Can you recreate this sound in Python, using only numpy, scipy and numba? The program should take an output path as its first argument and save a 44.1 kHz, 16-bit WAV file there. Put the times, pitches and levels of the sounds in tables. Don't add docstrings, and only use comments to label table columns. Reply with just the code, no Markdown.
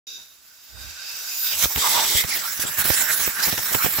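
import sys
import numpy as np
from scipy import signal
from scipy.fft import rfft, irfft
from scipy.io import wavfile
from scipy.ndimage import uniform_filter1d
from numba import njit

SR = 44100
rng = np.random.default_rng(int(sys.argv[2]) if len(sys.argv) > 2 else 0)


def inscribe(sig):
    pcm = np.round(np.clip(np.atleast_2d(sig).T, -1, 1) * 32767)
    wavfile.write(sys.argv[1], SR, pcm.astype(np.int16))


N = 176400

# time_s, level_db, treble_db, tube_ring_db
JET_RIDE = [(.07,-43.5,-2,-2),(.155,-53,-6,7),(.2,-43.5,0,-4.5),(.29,-48,3,-5.5),(.52,-47.5,1,-4),(.68,-43,-1,-6),(.77,-45.5,-8,6.5),(.81,-37.5,-3.5,1),(.99,-34.5,-8,-1.5),(1.08,-32,-5,2),(1.22,-30,-0.5,-0.5),(1.4,-30.5,4,2),(1.52,-24.5,-2,3.5),(1.6,-28.5,12.5,-12),(1.7,-42,6,7.5),(2.25,-38.5,8,0),(2.75,-42,6,-1),(3.3,-37.5,6.5,2),(4.0,-53.5,28,0.5)]
# pitch_hz, width_hz, running_db, spurt_db
TUBE_MODES = [(1516,127,4,-17),(2620,210,2,-8.5),(3750,140,6,7),(4925,250,5.5,-1.5),(5860,190,1.5,1),(6900,190,3,-1.5),(8050,200,0.5,-31),(9380,200,-4,-20),(10600,270,-7.5,-17),(11830,310,-4,-15),(12500,430,2,-22),(14040,530,3.5,-22),(14930,560,3.5,-23)]
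# frequency_hz, gain_db
JET_EQ = [(40,-27.5),(350,-20),(750,-11.5),(1100,-10.5),(1900,-7),(3200,-5.5),(5300,-1),(7700,-3),(8700,-29),(10000,-12),(11200,-1),(12500,-40),(15700,-15)]
# pitch_hz, width_hz, gain_db
VALVE_PUFF = [(388,170,-19)]
# time_s, relative_level_db, treble_db
STRIKE_RIDE = [(1.46,-56,3),(1.54,-36,-5),(1.58,-30,4),(1.615,-24.5,6),(1.645,-17.5,0.5),(1.672,-36,7.5),(1.755,-31,4.5),(1.782,-23.5,-4),(1.795,-31,-8),(1.9,-26,4.5),(2.0,-22.5,-7),(2.04,-28,3.5),(2.18,-26.5,4.5),(2.26,-33,-2),(2.32,-28,-2),(2.365,-25,4),(2.39,-28,-6),(2.46,-32,7),(2.5,-31.5,3.5),(2.594,-32,1),(2.6,-25,6.5),(2.62,-28.5,9.5),(2.655,-31,-3),(2.68,-30,5.5),(2.768,-32,4.5),(2.79,-24.5,8.5),(2.818,-24,4),(2.828,-32,2),(2.838,-31,-2),(2.843,-23.5,7),(2.9,-27,10.5),(2.97,-25.5,3.5),(3.025,-23.5,7),(3.085,-30,3.5),(3.125,-27.5,7),(3.187,-28,5),(3.2,-23,0),(3.23,-23,2),(3.275,-25.5,1),(3.29,-26,1),(3.34,-33.5,0.5),(3.418,-25,-5),(3.435,-23,3),(3.495,-24,1),(3.56,-27.5,-7),(3.65,-28,2.5),(3.695,-29,1),(3.74,-25.5,5.5),(3.79,-26,3),(3.85,-24,0),(3.895,-29.5,3),(4.0,-23,-16)]
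# frequency_hz, left_db, right_db
SPLASH_EQ = [(30,-1,-29),(90,-12,-9),(404,-7,-7.5),(900,-3,0.5),(1840,3.5,3),(3020,-0.5,0.5),(3980,2.5,4.5),(4550,0,-0.5),(5700,4,6),(6400,-0.5,1.5),(7890,4.5,6),(8210,-15.5,-1),(9700,-19,1),(11000,4.5,5),(12400,-8.5,4.5),(13500,-5.5,4),(15900,-0.5,9.5)]
# time_s, pitch_hz, level_db
MOUTH_RIDE = [(1.5,1610,-66),(1.6,1700,-59),(1.645,1830,-32),(1.68,1800,-62),(1.805,1410,-46),(1.825,1190,-31),(1.85,1065,-23.5),(1.91,910,-33),(1.95,870,-28.5),(1.98,916,-21),(2.015,930,-30),(2.06,940,-35),(2.1,1990,-55),(2.19,2060,-23),(2.27,1950,-47),(2.33,2130,-27),(2.39,1810,-47),(2.44,1320,-34),(2.55,1670,-43),(2.66,1480,-36.5),(2.77,1780,-38.5),(2.8,1630,-25),(2.87,1700,-36.5),(2.93,1780,-30.5),(3.05,1540,-36.5),(3.108,1660,-20),(3.13,1600,-38),(3.28,1740,-37),(3.34,1460,-46),(3.39,1580,-26),(3.5,1650,-46),(3.69,1860,-36.5),(3.78,1420,-35),(3.815,1150,-25),(3.86,1540,-33),(3.92,1880,-42),(4.0,1550,-38)]
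# pitch_hz, width_hz, gain_db
BITE_MODES = [(426,230,-6.5),(2070,220,3),(3570,650,6.5),(4760,390,2),(5860,770,3),(7730,650,6),(11000,610,-0.5),(13700,970,3.5)]
# peak_s, half_length_s, pitch_hz, width_hz, level_db
HISS_FLARES = [(1.1,0.081,4900,450,-38),(1.404,.06,15100,450,-34),(1.335,.04,2560,160,-41),(1.477,0.03,3660,406,-33),(1.534,0.022,2840,900,-29.5),(1.542,0.045,12300,1000,-34),(1.626,0.018,2170,695,-30.5),(1.625,0.038,6140,1500,-24.5),(1.72,0.039,5950,1500,-34),(1.804,.018,7200,700,-24),(1.793,0.0099,12500,2000,-29),(2.168,.035,7800,500,-29.5),(2.175,0.028,3260,400,-26),(2.3,0.01,10000,900,-30.5),(2.323,0.037,5040,2200,-28),(2.482,0.042,5470,500,-35),(2.92,0.036,5440,1200,-29.5),(2.962,0.038,9700,1100,-24.5),(2.995,0.05,7400,600,-24),(2.99,.11,1970,278,-37),(3.05,0.25,1540,90,-38.5),(3.102,0.014,1900,900,-26.5),(3.127,0.019,6960,3500,-24),(3.276,.018,14900,800,-22),(3.391,.03,1610,450,-32),(3.435,0.0091,5220,450,-20),(3.453,0.011,7050,700,-27),(3.56,0.039,11800,1100,-30.5),(3.663,.04,14100,1100,-29),(3.743,.025,12000,800,-31),(3.85,0.032,14200,1400,-22),(3.974,0.06,13500,2300,-25.5)]
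# start_s, level_db
JET_CUTS = [(1.656,-18),(1.7605,-11.5),(1.999,-16),(2.049,-17),(2.239,-18.5),(2.598,-27),(2.651,-26),(2.68,-24),(2.924,-28),(3.197,-21),(3.431,-22),(3.525,-15),(3.58,-15.5),(3.744,-17),(3.85,-16)]
# frequency_hz, gain_db
CUT_EQ = [(200,-15),(1200,4),(4000,1),(7500,-13),(9000,-11),(12000,-3),(15500,-1)]
# start_s, half_length_s, left_db, right_db, relative_push_db
PORT_BLASTS = [(1.638,0.005,-22,-23,-2),(1.656,0.0035,-24.5,-25.5,5),(1.759,0.004,-17.5,-17.5,-4),(1.773,0.006,-20,-28.5,3.5),(2.15,0.0054,-35,-15.5,6),(2.237,0.0059,-29,-20,-3),(2.593,0.0057,-45,-32,2),(2.637,0.026,-26,-37.5,-16),(2.783,0.015,-22.5,-33,-24),(2.846,0.019,-23,-29,-17),(2.902,0.0026,-34,-10,-0.5),(3.194,0.0091,-26.5,-34,-14),(3.272,0.0068,-18.5,-21,-12),(3.471,0.0076,-24,-37,-12),(3.477,0.0073,-19,-36,-14),(3.523,0.0092,-24.5,-19,-18),(3.577,0.0069,-16,-23,-8),(3.708,0.024,-27,-35,-12),(3.745,0.0099,-30,-14.5,-5),(3.846,0.009,-19,-12,-10),(3.863,0.015,-34,-27.5,-10),(3.987,.012,-27,-17.5,-16)]
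# frequency_hz, gain_db
BUFFET_EQ = [(20,-6),(60,-0.5),(130,1.5),(220,0),(400,-5.5),(700,-5),(1500,-12),(3000,-11),(6000,-33),(16000,-55)]
# frequency_hz, gain_db
WASH_EQ = [(25,-14),(70,0),(140,-1),(220,-0.5),(380,-7),(600,-5),(1500,-12),(8000,-50)]
# peak_s, half_length_s, level_db
DRAUGHT_SWELLS = [(.208,.012,-62),(0.773,0.065,-41.5),(0.85,0.081,-40.5),(1.135,0.013,-54),(1.565,.02,-41),(3.93,0.054,-36.5)]
# frequency_hz, gain_db
DRAUGHT_EQ = [(20,-9),(45,-7),(65,6),(110,-10.5),(250,-23.5),(800,-22.5),(4000,-35)]
# pitch_hz, width_hz, gain_db
KNOCK_MODES = [(150,130,2),(450,250,-8),(990,290,4)]
# frequency_hz, gain_db
ROOM_EQ = [(30,4),(70,6),(130,-4),(260,-1),(700,-12),(1100,-1.5),(1500,-2.5),(2200,-6),(5000,-16),(16000,-37)]

OPEN_S, OPEN_RISE_S = 0.068, 0.0028
SPURT_DB, SPURT_HOLD_S, SPURT_DECAY_S = -36, 0.077, 0.067
JET_LOW_PAN_DB, JET_LOW_HZ = -8, 1210
BITE_START_S, BITE_END_S, BITE_RAMP_S, BITE_DB = 1.77, 2.23, 0.017, -22
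DROPS_PER_S, DROP_DECAY_S, CUT_DECAY_S = 45, 0.00037, 0.0017
PUSH_HZ, PUSH_DECAY_S, BLAST_RISE_S = 68, 0.0066, 0.00045
KNOCK_S, KNOCK_DECAY_S = 0.18, 0.025
WALLS_DB, WALLS_T60_S, WALLS_DULL_HZ = -8, 0.09, 8000
PORT_SHARE, PORT_SHARE_HZ = 0.39, 8500
TREBLE_HZ, TOP_HZ = 8660, 15780


def free_jet():
    ring_eq, rush_eq = peaks(np.array(TUBE_MODES)[:, :3]), slope(JET_EQ)
    ring = flutter(colour(air(), ring_eq), depth_db=3.1, rate_hz=11.57, bands=24)
    ring *= undb(ride(JET_RIDE, 3))
    low_pan = pan(JET_LOW_PAN_DB / (1 + (freqs() / JET_LOW_HZ) ** 2))
    rush = colour(air(), rush_eq * low_pan)
    ring_share = np.sum(ring_eq ** 2) / np.sum(ring_eq ** 2 + rush_eq ** 2)
    jet = np.sqrt(ring_share) * ring + np.sqrt(1 - ring_share) * rush
    return brighten(jet, ride(JET_RIDE, 2)) * undb(ride(JET_RIDE, 1) + 0.68 * wobble(30.4))


def blow_gun():
    age = times() - OPEN_S
    jet = free_jet()
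    spurt_modes = np.array(TUBE_MODES)[:, [0, 1, 3]]
    spurt = colour(air(), peaks(spurt_modes) + peaks(VALVE_PUFF))
    spurt *= undb(SPURT_DB) * np.exp(-np.maximum(age - SPURT_HOLD_S, 0) / SPURT_DECAY_S)
    return (jet + spurt) * np.clip(age / OPEN_RISE_S, 0, 1) * pan(-2.5)


def strike_level():
    fade_in = np.clip((times() - STRIKE_RIDE[0][0]) / 0.03, 0, 1)
    return undb(ride(STRIKE_RIDE, 1) + 2) * fade_in


def splash():
    hiss = colour(air(), np.array([slope(SPLASH_EQ, 1), slope(SPLASH_EQ, 2)]))
    hiss = flutter(hiss, depth_db=3.33, rate_hz=26, bands=30)
    return brighten(hiss, ride(STRIKE_RIDE, 2)) * strike_level() * undb(1.5 * wobble(130))


def mouth():
    t = times()
    pitch_hz, width_hz = ride(MOUTH_RIDE, 1) * (1 + 0.042 * wobble(50)), 460.0
    cavity = np.array([resonate(resonate(port, pitch_hz, width_hz), pitch_hz, width_hz) for port in air()])
    cavity = unit(cavity) * undb(ride(MOUTH_RIDE, 2) + 1.94 * wobble(90)) * (t > MOUTH_RIDE[0][0])
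    held = np.clip(np.minimum(t - BITE_START_S, BITE_END_S - t) / BITE_RAMP_S, 0, 1)
    bite = colour(air(), peaks(BITE_MODES)) * held * undb(BITE_DB + 1.06 * wobble(60))
    return cavity * pan(-4.5) + bite * pan(-2)


def flares():
    turbulence = air()
    shrill = sum(colour(turbulence, peaks([(hz, width, 0)])) * swell(peak_s, half_s) * undb(db)
                 for peak_s, half_s, hz, width, db in HISS_FLARES)
    return shrill * undb(1.9 * wobble(120)) * pan(-6)


def saliva():
    drops = rng.random(N) < DROPS_PER_S / SR
    clicks = drops * undb(-8 * np.minimum(rng.exponential(size=N), 3))
    decay = np.exp(-np.arange(256) / SR / DROP_DECAY_S)
    grains = rng.standard_normal((2, len(decay))) * decay
    ticks = np.array([signal.fftconvolve(clicks, grain)[:N] for grain in grains])
    return colour(ticks, peaks([(3600, 2200, 0)])) * undb(-23.5) * strike_level()


def jet_cuts():
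    t = times()
    bursts = sum(undb(db) * (t >= at) * np.exp(-abs(t - at) / CUT_DECAY_S) for at, db in JET_CUTS)
    return colour(air(), slope(CUT_EQ)) * bursts * pan(-5)


def blasts():
    ports = np.zeros((2, N))
    buffet = colour(rng.standard_normal((2, N)), slope(BUFFET_EQ))
    spikes = undb(5.5 * np.clip(wobble(450), -2, 1))
    buffet = unit(buffet * spikes) * undb(-3)
    for start_s, half_s, left_db, right_db, push_db in PORT_BLASTS:
        age = np.maximum(times() - start_s, 0)
        push = -np.sin(2 * np.pi * PUSH_HZ * age) * np.exp(-age / PUSH_DECAY_S) * undb(push_db)
        burst = np.minimum(age / BLAST_RISE_S, 1) * np.exp(-(age / (2 * half_s)) ** 1.74)
        ports += undb([[left_db], [right_db]]) * (buffet * burst + push)
    return ports


def wash():
    eddies = colour(rng.standard_normal((2, N)), slope(WASH_EQ))
    gusts = undb(1.5 * np.array([wobble(45), wobble(45)]))
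    return eddies * gusts * strike_level() * undb(-23)


def draughts():
    rumble = colour(rng.standard_normal((2, N)), slope(DRAUGHT_EQ))
    swells = sum(undb(db) * swell(peak_s, half_s) for peak_s, half_s, db in DRAUGHT_SWELLS)
    return rumble * swells * undb([[-24], [0]])


def knock():
    age = times() - KNOCK_S
    decay = (age > 0) * np.exp(-abs(age) / KNOCK_DECAY_S)
    return colour(air(), peaks(KNOCK_MODES)) * decay * undb(-56) * pan(-12)


def walls(x):
    age = times()[:SR // 5]
    tail = rng.standard_normal((2, len(age))) * undb(-60 * age / WALLS_T60_S) * (age > 0.003)
    tail *= undb(WALLS_DB) / np.linalg.norm(tail, axis=1, keepdims=True)
    tail = signal.sosfilt(signal.butter(1, WALLS_DULL_HZ, fs=SR, output="sos"), tail)
    return (x + signal.fftconvolve(x, tail, axes=1)[:, :N]) / np.hypot(1, undb(WALLS_DB))


def room_tone():
    return colour(air(), slope(ROOM_EQ)) * undb(-66.5) * pan(-8) * (times() > OPEN_S)


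def air():
    left, right, common = rfft(rng.standard_normal((3, N)))
    share = PORT_SHARE / (1 + (freqs() / PORT_SHARE_HZ) ** 2)
    return irfft(np.sqrt(share) * common + np.sqrt(1 - share) * np.array([left, right]), N)


def flutter(x, depth_db, rate_hz, bands):
    spectrum, position = rfft(x), np.sqrt(freqs() / TOP_HZ) * (bands - 1)
    layers = (irfft(spectrum * np.maximum(1 - abs(position - k), 0), N) for k in range(bands))
    return unit(sum(layer * undb(depth_db * wobble(rate_hz)) for layer in layers))


def brighten(x, db):
    treble = irfft(rfft(x) / (1 + (TREBLE_HZ / freqs()) ** 8), N)
    return x + (undb(db) - 1) * treble


@njit
def resonate(x, pitch_hz, width_hz):
    y, band_state, low_state = np.empty(len(x)), 0., 0.
    for i in range(len(x)):
        tuning, damping = np.tan(np.pi * pitch_hz[i] / SR), width_hz / pitch_hz[i]
        band = (band_state + tuning * (x[i] - low_state)) / (1 + tuning * (tuning + damping))
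        band_state = 2 * band - band_state
        low_state += 2 * tuning * band
        y[i] = damping * band
    return y


def colour(x, gain):
    return unit(irfft(rfft(x) * gain, N))


def slope(table, column=1):
    rows = np.array(table)
    return undb(np.interp(np.log(freqs()), np.log(rows[:, 0]), rows[:, column]))


def peaks(modes):
    return sum(undb(db) / (1 + 2 * ((freqs() - hz) / width) ** 2) for hz, width, db in modes)


def ride(table, column):
    rows = np.array(table)
    return np.interp(times(), rows[:, 0], rows[:, column])


def swell(peak_s, half_length_s):
    return np.exp(-((times() - peak_s) / half_length_s) ** 2)


def wobble(rate_hz):
    hold = int(SR / rate_hz)
    steps = np.repeat(rng.standard_normal(N // hold + 1), hold)
    return unit(uniform_filter1d(steps, hold)[:N])


def pan(db):
    return undb(np.vstack([db, -db]) / 2)


def undb(db):
    return 10 ** (np.asarray(db) / 20)


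def unit(x):
    return x / np.sqrt(np.mean(x ** 2) + 1e-18)


def times():
    return np.arange(N) / SR


def freqs():
    return np.maximum(np.arange(N // 2 + 1) * SR / N, 1)


def scene():
    hiss = walls(blow_gun() + splash() + flares() + mouth() + saliva() + knock())
    return hiss + jet_cuts() + blasts() + wash() + draughts() + room_tone()


def record(dry):
    low_cut = signal.butter(2, 57, "high", fs=SR, output="sos")
    high_cut = signal.ellip(12, 0.2, 80, TOP_HZ, fs=SR, output="sos")
    clipped = np.clip(signal.sosfilt(low_cut, dry), -1, 1)
    return signal.sosfilt(high_cut, clipped)


dry = scene()
out = record(dry)
inscribe(out)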